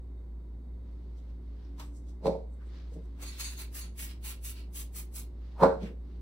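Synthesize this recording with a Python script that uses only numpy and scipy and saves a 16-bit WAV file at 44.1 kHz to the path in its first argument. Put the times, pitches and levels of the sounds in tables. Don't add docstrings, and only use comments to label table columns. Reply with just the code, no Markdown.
import sys
import numpy as np
from scipy import signal
from scipy.fft import rfft, irfft, next_fast_len
from scipy.io import wavfile
from scipy.ndimage import map_coordinates

SR = 44100
rng = np.random.default_rng(int(sys.argv[2]) if len(sys.argv) > 2 else 0)


def generate_wav(sig):
    pcm = np.round(np.clip(np.atleast_2d(sig).T, -1, 1) * 32767).astype(np.int16)
    wavfile.write(sys.argv[1], SR, pcm)


N = 273861


# open [s], hold [s], jet_level [dB], mist_level [dB]
PUFFS = [(3.226, .008, -49.5, -55.5), (3.262, 0.15, -62.5, -55.5), (3.403, 0.0063, -41.5, -43.5),
         (3.436, 0.1, -54.5, -54), (3.592, 0.028, -46.5, -50), (3.752, 0.042, -43.5, -51.5),
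         (3.836, 0.016, -65, -57), (3.993, 0.056, -43, -49.5), (4.09, 0.021, -59.5, -57),
         (4.254, 0.057, -43, -49), (4.45, 0.05, -42.5, -52.5), (4.559, 0.042, -64.5, -58),
         (4.76, 0.05, -42, -53.5), (4.962, 0.033, -42, -53), (5.157, 0.037, -43, -54)]
# freq [Hz], level [dB]
JET_COLOUR = [(1500, -39), (4000, -12), (6500, 2.5), (8500, 2), (11000, 6), (13500, 3), (15800, 2)]
# freq [Hz], level [dB]
MIST_COLOUR = [(300, -20), (700, -8.5), (1300, -2.5), (2000, 1), (2700, 2.5), (3300, 0), (4500, 1.5),
               (6500, -10.5), (9000, -10), (15000, -57)]
# nominal_delay [s], level [dB]
TRAY_ECHOES = [(.0021, -12), (.0036, -11), (.0055, -7.5)]
# freq [Hz], lag [s]
PORT_LAG = [(1000, .0001), (3500, .00029), (5700, .000351), (8200, .000366), (10700, .000374),
            (13150, .00038), (15600, .000385)]
# time [s], relative_level [dB]
BALL_HITS = [(3.228, -33.5), (3.2644, -34.5), (3.2829, -32), (3.3977, -31.5), (3.4078, -26), (3.445, -26),
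             (3.4555, -29), (3.4694, -30), (3.5018, -36), (3.5768, -36), (3.8144, -31.5)]
# freq [Hz], width [Hz], level [dB]
CAN_MODES = [(1050, 170, -10.5), (2180, 200, -7.5), (2580, 110, -4), (3700, 180, -4), (4320, 180, 1),
             (4460, 97, 5.5), (6540, 320, 2), (7200, 71, -13), (8250, 700, -7), (10350, 300, -2),
             (10100, 390, -25), (13400, 400, -18)]
# time [s], blow_level [dB], rim [0 flat, 1 rim], bright [Hz], crack_level re blow [dB]
KNOCKS = [(2.258, -25, .15, 900, -20.5), (2.269, -26, 0.39, 930, -13), (2.281, -25, 0.46, 784, -27),
          (2.330, -35.5, 0.04, 790, -25), (2.353, -37.5, 0.51, 820, -32), (5.6248, -23, .05, 1250, -24),
          (5.631, -18, 0.22, 1450, -25.5), (5.6353, -14, 0.61, 1500, -19.5),
          (5.655, -26.5, 0.95, 1450, -19), (5.727, -39, .45, 1440, -33.5)]
# freq [Hz], level [dB], t60 [s]
BENCH_MODES = [(88, -25, 0.4), (166, -7, 0.082), (181.2, -2.5, 0.27), (262.6, -11.5, 0.19), (284, -11, 0.2),
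               (345, -15, 0.15), (377.5, -8.5, 0.25), (448.5, -3.5, 0.3), (476, -6, 0.16), (544, 4, 0.23),
               (620.5, -9.5, 0.3), (732, -17, 0.35), (798, -14.5, 0.17), (810, -10.5, .2),
               (894, -12.5, 0.25), (942, -16, 0.18), (985, -12.5, 0.11), (1050, -11.5, 0.11),
               (1180, -22, 0.18), (1272, -21.5, .24), (1386, -22.5, 0.32)]
# freq [Hz], level [dB]
THUD_COLOUR = [(50, -24.5), (125, -28), (178, 4), (230, -7.5), (310, -11.5), (450, 3), (700, -5.5),
               (950, -3.5), (1250, -11), (1480, -6.5), (1700, -14), (4000, -12.5)]
# freq [Hz], level [dB]
CRACK_COLOUR = [(600, 4), (1500, -5), (2300, 4.5), (3000, -7), (4200, 5), (5500, -5), (8500, -10.5),
                (12000, -16), (15500, -25)]
# peak_time [s], level [dB], centre [Hz]
GRAZES = [(2.25, -45, 510), (5.612, -35, 804)]
# time [s], level [dB], fade [s]
BUMPS = [(2.919, -47, 0.4), (2.96, -39.5, 0.21), (5.76, -35, 0.2), (5.825, -32.5, 0.27), (5.888, -40, .28)]
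# freq [Hz], width [Hz], level [dB]
TRAY_MODES = [(181, 18, 10), (196, 21, -2.5), (308, 66, -6), (463, 27, -1.5), (486, 160, -14.5)]
# freq [Hz], width [Hz], level [dB]
GRAB_MODES = [(1030, 190, 13.5), (2430, 4200, 2), (6030, 8600, -8), (12700, 700, -5)]
# peak_time [s], level [dB], centre [Hz], width [octaves]
SCUFFS = [(1.185, -71.5, 4360, 0.63), (1.30, -75, 3000, 0.66), (1.65, -77, 5360, .074),
          (1.862, -71, 8300, .12), (1.967, -64.5, 6760, 0.43), (2.093, -66.5, 4900, 0.66),
          (2.535, -76, 7960, 0.27), (2.62, -64, 1380, 0.5), (2.67, -78, 8000, .24), (2.941, -67, 5000, 0.8),
          (3.05, -77, 6500, .69), (3.228, -51, 860, 1.26), (5.833, -55.5, 2550, .73),
          (5.868, -54, 1830, 0.69)]
# start [s], hold [s], level [dB]
RUBS = [(0.88, 0.41, -78), (1.468, .12, -79.5), (1.622, 0.075, -74.5), (2.746, 0.038, -63),
        (2.864, 0.39, -77.5), (5.44, 0.12, -70), (6.092, 0.063, -73)]
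# freq [Hz], level [dB]
GLOVE_COLOUR = [(500, -9), (1200, 4.5), (2500, -0.5), (4400, 1), (6000, -7.5), (8000, -19.5),
                (15000, -31.5)]
# freq [Hz], t60 [s]
ROOM_T60 = [(150, 0.12), (550, 0.36), (1300, 0.26), (3000, 0.31), (8000, 0.26), (15000, 0.077)]
# freq [Hz], level [dB]
MOTORS = [(58.68, -41.4), (53.56, -57.5)]
# freq [Hz], level [dB], pitch_wander [Hz]
OVERTONES = [(108, -67.5, 3.8), (177.8, -64, 2.932), (236, -67, 3.02), (282.7, -66.5, 3.97),
             (362.6, -68.5, 1.4), (411, -75, 2.4)]
# start [s], hold [s], level [dB], pitch [Hz], glide [Hz/s]
TONES = [(1.683, 0.425, -60.5, 282.6, 24.8), (3.14, .08, -64, 282, 19)]
# freq [Hz], level [dB]
AIR_COLOUR = [(20, -4), (45, 4), (90, 3), (180, -1), (350, -5), (500, -13), (900, -20), (1500, -29.5),
              (2050, -33), (2700, -40), (4200, -38), (5500, -44), (9000, -47), (15000, -46.5)]
# freq [Hz], width [Hz], level [dB]
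WHINE_MODES = [(504, 40, 11), (989, 56, 3), (2088, 37, -1), (3750, 70, -4.5), (4470, 80, -10),
               (6600, 200, -21), (8400, 330, -16.5)]
# freq [Hz], likeness
DIFFUSE_ALIKE = [(60, 1), (130, 0.89), (290, 0.67), (640, 0.36), (1400, 0.45), (3000, 0.27), (15000, 0.11)]
# freq [Hz], likeness
JET_ALIKE = [(3000, 0.1), (8000, 0.93), (14000, 1.0)]
MIST_ALIKE = [(700, 1.0), (2000, 0.23), (6000, 0.12)]
WALL_ALIKE = [(2000, 0.2), (10000, 0.43)]
THUD_ALIKE = [(100, 1.0), (400, 0.98), (1400, 0.48)]
CRACK_ALIKE = [(2000, 0.11), (9000, 0.92)]
GRAZE_ALIKE = [(1000, 1.0)]
TRAY_ALIKE = [(150, 0.99), (500, 1.0)]
TOUCH_ALIKE = [(1000, 0.74), (4000, 0.14), (9000, 1.0)]

JET_RISE_S, JET_FADE_S = 0.075, 0.14
MIST_RISE_S, MIST_FADE_S = 0.097, 0.22
MIST_FLIGHT_S = 0.0028
SAG_DB_PER_S = 23
VALVE_EASE = 1.1
MIST_PATCHY_DB, MIST_PATCH_HZ = 2, 460
MIST_SPATTER_DB = 1.2
BALL_RING_S, BALL_DETUNE = 0.23, 0.014
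FLAT_RING_DB, RIM_RING_DB = -15, 0.5
FLAT_BASS_DB, RIM_BASS_DB = 10, -10
BASS_HZ, BASS_WIDTH_HZ = 195, 57
PUSH_DB, PUSH_S = 6.5, 0.00052
GRAZE_OCTAVES, GRAZE_RISE_S, GRAZE_FADE_S = 0.34, 0.1, 0.1
GRAB_S, GRAB_DB, GRAB_RISE_S, GRAB_FADE_S = 1.803, -47.5, 0.079, 0.24
GRAB_TAP_S, GRAB_TAP_DB = 1.7975, -45
SCUFF_RISE_S, SCUFF_FADE_S = 0.16, 0.21
RUB_RISE_S, RUB_FADE_S = 0.44, 0.5
IN_STEP_S = 0.152
HUM_WAVER_DB, HUM_WANDER_HZ = -0.06, 0.6
TONE_RISE_S, TONE_FADE_S = 1, 1.2
TOP_HZ = 15780


def amp(db):
    return 10 ** (np.asarray(db) / 20)


def unit(x):
    return x / np.sqrt(np.mean(x ** 2) + 1e-20)


def along(points, hz):
    f, v = np.transpose(points)
    return np.interp(np.log(hz + 1), np.log(f + 1), v)


def wobble(rate_hz):
    knots = rng.standard_normal(int(N * rate_hz / SR) + 4)
    return map_coordinates(knots, [np.arange(N) * rate_hz / SR])


def filtered(x, response):
    n = x.shape[-1]
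    m = next_fast_len(n + 8192)
    return irfft(rfft(x, m) * response(np.fft.rfftfreq(m, 1 / SR)), m)[..., :n]


def noise(colour, alike, size=N):
    def mid_side(hz):
        turn = np.arccos(np.clip(along(alike, hz), -1, 1)) / 2
        return amp(colour(hz)) * [np.cos(turn), np.sin(turn)]

    mid, side = filtered(rng.standard_normal((2, size)), mid_side)
    return unit(np.array([mid + side, mid - side]))


def shaped(points):
    return lambda hz: along(points, hz)


def peaked(modes):
    def colour(hz):
        power = sum(amp(db) ** 2 / (1 + ((hz - centre) / width) ** 2) ** 2 for centre, width, db in modes)
        return 10 * np.log10(power)

    return colour


def band(centre_hz, octaves):
    return lambda hz: -10 * np.log10(1 + (np.log2((hz + 1) / centre_hz) / octaves) ** 4)


def patches(depth_db, width_hz):
    knots = rng.standard_normal(256)
    return lambda hz: amp(depth_db * map_coordinates(knots, [hz / width_hz], mode="mirror"))


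def ports(x):
    lead = np.array([[1], [-1]])
    return filtered(x, lambda hz: np.exp(1j * np.pi * hz * along(PORT_LAG, hz) * lead))


def swell(t, rise_s, fade_s):
    return amp(-60 * np.maximum(-t / rise_s, t / fade_s))


def held(t, hold_s, rise_s, fade_s, ease=1):
    away = t - np.clip(t, 0, hold_s)
    return amp(-60 * np.abs(np.maximum(-away / rise_s, away / fade_s)) ** ease)


def add(track, start_s, sound):
    part = track[:, round(start_s * SR):][:, :sound.shape[-1]]
    part += sound[..., :part.shape[-1]]


def spray():
    out, t = np.zeros((2, N)), np.arange(-SR // 8, SR // 3) / SR
    for open_s, hold_s, jet_db, mist_db in PUFFS:
        pressure = amp(-SAG_DB_PER_S * np.clip(t, 0, hold_s))
        jet = amp(jet_db) * held(t, hold_s, JET_RISE_S, JET_FADE_S, VALVE_EASE)
        jet = jet * noise(shaped(JET_COLOUR), JET_ALIKE, size=len(t))
        mist = amp(mist_db) * held(t - MIST_FLIGHT_S, hold_s, MIST_RISE_S, MIST_FADE_S)
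        mist = mist * noise(shaped(MIST_COLOUR), MIST_ALIKE, size=len(t))
        mist = filtered(mist, patches(MIST_PATCHY_DB, MIST_PATCH_HZ))
        mist = mist * amp(MIST_SPATTER_DB * wobble(160)[:len(t)])
        mist = mist * amp([[-0.8], [0.8]])
        echoes = [(delay_s * np.exp(0.093 * rng.standard_normal()), db) for delay_s, db in TRAY_ECHOES]
        comb = lambda hz: 1 + sum(amp(db) * np.exp(-2j * np.pi * hz * delay_s) for delay_s, db in echoes)
        add(out, open_s + t[0], filtered(pressure * (jet + mist), comb))
    flicker = amp(0.9 * wobble(600))
    return ports(out * flicker)


def ball():
    out, t = np.zeros((2, N)), np.arange(-SR // 30, SR // 4) / SR
    for hit_s, hit_db in BALL_HITS:
        modes = []
        for hz, width_hz, db in CAN_MODES:
            spot_hz = hz * np.exp(BALL_DETUNE * rng.standard_normal())
            modes.append((spot_hz, width_hz, db + 3 * rng.standard_normal()))
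        tick = 0.9 * swell(t, 0.0035, 0.012) * rng.standard_normal((2, len(t)))
        wall = swell(t, 0.06, BALL_RING_S) * noise(peaked(modes), WALL_ALIKE, size=len(t))
        add(out, hit_s + t[0], amp(hit_db - 14.5) * (wall + tick))
    return ports(out)


def ring(modes, hit_s, t, rise_s, scatter_db, spread):
    hz, db, t60_s = np.transpose(modes)[:, :, None]
    size = amp(db + scatter_db * rng.standard_normal(hz.shape)) * swell(t, rise_s, t60_s)
    skew = spread * np.sqrt(hz / hz.max()) * rng.standard_normal(hz.shape)
    phase = 2 * np.pi * hz * (hit_s + t)
    return np.array([(size * np.sin(phase + side * skew)).sum(0) for side in (1, -1)])


def knocks():
    out, t = np.zeros((2, N)), np.arange(-SR // 12, SR // 2) / SR
    for hit_s, blow_db, rim, bright_hz, crack_db in KNOCKS:
        ring_db = np.interp(rim, [0, 1], [FLAT_RING_DB, RIM_RING_DB])
        bass_db = np.interp(rim, [0, 1], [FLAT_BASS_DB, RIM_BASS_DB])
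        modes = ring(BENCH_MODES, hit_s, t, rise_s=0.063, scatter_db=1.7, spread=0.55)
        modes = amp(ring_db - 2) * modes
        thud = amp(0.5) * noise(shaped(THUD_COLOUR), THUD_ALIKE, size=len(t))
        thud = thud * (swell(t, 0.0032, 0.052) + 0.58 * swell(t, 0.078, 0.29))
        push = amp(PUSH_DB) * (2 * (t / PUSH_S) ** 2 - 1) * np.exp(-(t / PUSH_S) ** 2)

        def landing(hz):
            bass = amp(bass_db / (1 + ((hz - BASS_HZ) / BASS_WIDTH_HZ) ** 4))
            return bass / np.sqrt(1 + (hz / bright_hz) ** 10)

        body = filtered(modes + push + thud, landing)
        snap = 1.4 * swell(t, 0.0017, 0.009)
        buzz = 0.42 * swell(t, 0.093, 0.074)
        tail = 0.38 * swell(t, 0.072, 0.34)
        crack = noise(shaped(CRACK_COLOUR), CRACK_ALIKE, size=len(t)) * (snap + buzz + tail)
        add(out, hit_s + t[0], amp(blow_db) * (body + amp(crack_db - 5) * ports(crack)))
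    for peak_s, db, centre_hz in GRAZES:
        scrape = noise(band(centre_hz, GRAZE_OCTAVES), GRAZE_ALIKE, size=len(t))
        add(out, peak_s + t[0], amp(db) * swell(t, GRAZE_RISE_S, GRAZE_FADE_S) * scrape)
    return out * amp([[-0.7], [0.7]])


def bumps():
    out, t = np.zeros((2, N)), np.arange(-SR // 30, SR // 3) / SR
    for bump_s, db, fade_s in BUMPS:
        judder = noise(peaked(TRAY_MODES), TRAY_ALIKE, size=len(t))
        add(out, bump_s + t[0], amp(db) * swell(t, 0.026, fade_s) * judder)
    return out


def handling():
    out, t = np.zeros((2, N)), np.arange(-SR // 8, SR // 4) / SR
    touch = lambda colour: noise(colour, TOUCH_ALIKE, size=len(t))
    grab = swell(t, GRAB_RISE_S, GRAB_FADE_S) * touch(peaked(GRAB_MODES))
    add(out, GRAB_S + t[0], amp(GRAB_DB) * grab)
    tap = swell(t, 0.0046, 0.047) * touch(peaked(GRAB_MODES))
    add(out, GRAB_TAP_S + t[0], amp(GRAB_TAP_DB) * tap)
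    for peak_s, db, centre_hz, octaves in SCUFFS:
        scuff = swell(t, SCUFF_RISE_S, SCUFF_FADE_S) * touch(band(centre_hz, octaves))
        add(out, peak_s + t[0], amp(db) * scuff)
    time_s = np.arange(N) / SR
    rub_gain = sum(amp(db) * held(time_s - start_s, hold_s, RUB_RISE_S, RUB_FADE_S)
                   for start_s, hold_s, db in RUBS)
    rubbing = rub_gain * noise(shaped(GLOVE_COLOUR), DIFFUSE_ALIKE)
    grains = amp(1.1 * wobble(400))
    return (ports(out) + rubbing) * grains


def room(x):
    hz, t, grid = signal.stft(rng.standard_normal((2, SR // 2)), SR, nperseg=256)
    decay = amp(-60 * t / along(ROOM_T60, hz)[:, None])
    tail = signal.istft(grid * decay, SR, nperseg=256)[1]
    return signal.fftconvolve(x, tail / np.linalg.norm(tail[0]), axes=1)[:, :N]


def background():
    t = np.arange(N) / SR
    tone = lambda hz: np.sqrt(2) * np.sin(2 * np.pi * np.cumsum(hz) / SR)
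    drift = np.cumsum(HUM_WANDER_HZ * wobble(16)) / SR
    hum = sum(amp(db) * np.sqrt(2) * np.sin(2 * np.pi * (hz * (t - IN_STEP_S) + drift)) for hz, db in MOTORS)
    hum = hum * amp(HUM_WAVER_DB * wobble(8))
    for hz, db, wander_hz in OVERTONES:
        hum = hum + amp(db + 2.2 * wobble(8.3)) * tone(hz + wander_hz * wobble(9))
    for start_s, hold_s, db, hz, glide_hz_per_s in TONES:
        gain = amp(db) * held(t - start_s, hold_s, TONE_RISE_S, TONE_FADE_S)
        hum = hum + gain * tone(hz + glide_hz_per_s * np.clip(t - start_s, 0, hold_s))
    whine = amp(-74.5 + 1.4 * wobble(29)) * noise(peaked(WHINE_MODES), DIFFUSE_ALIKE)
    air = amp(-55.5) * noise(shaped(AIR_COLOUR), DIFFUSE_ALIKE)
    return hum + air + whine


def scene():
    can = spray() + ball() + handling()
    bench = knocks() + bumps()
    reverb = room(amp(-17) * can + amp(-11.5) * bench)
    return can + bench + reverb + background() * amp([[-0.2], [0.2]])


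def record(dry):
    return filtered(dry, lambda hz: np.clip((TOP_HZ - hz) / 200 + 0.5, 0, 1))


dry = scene()
out = record(dry)
generate_wav(out)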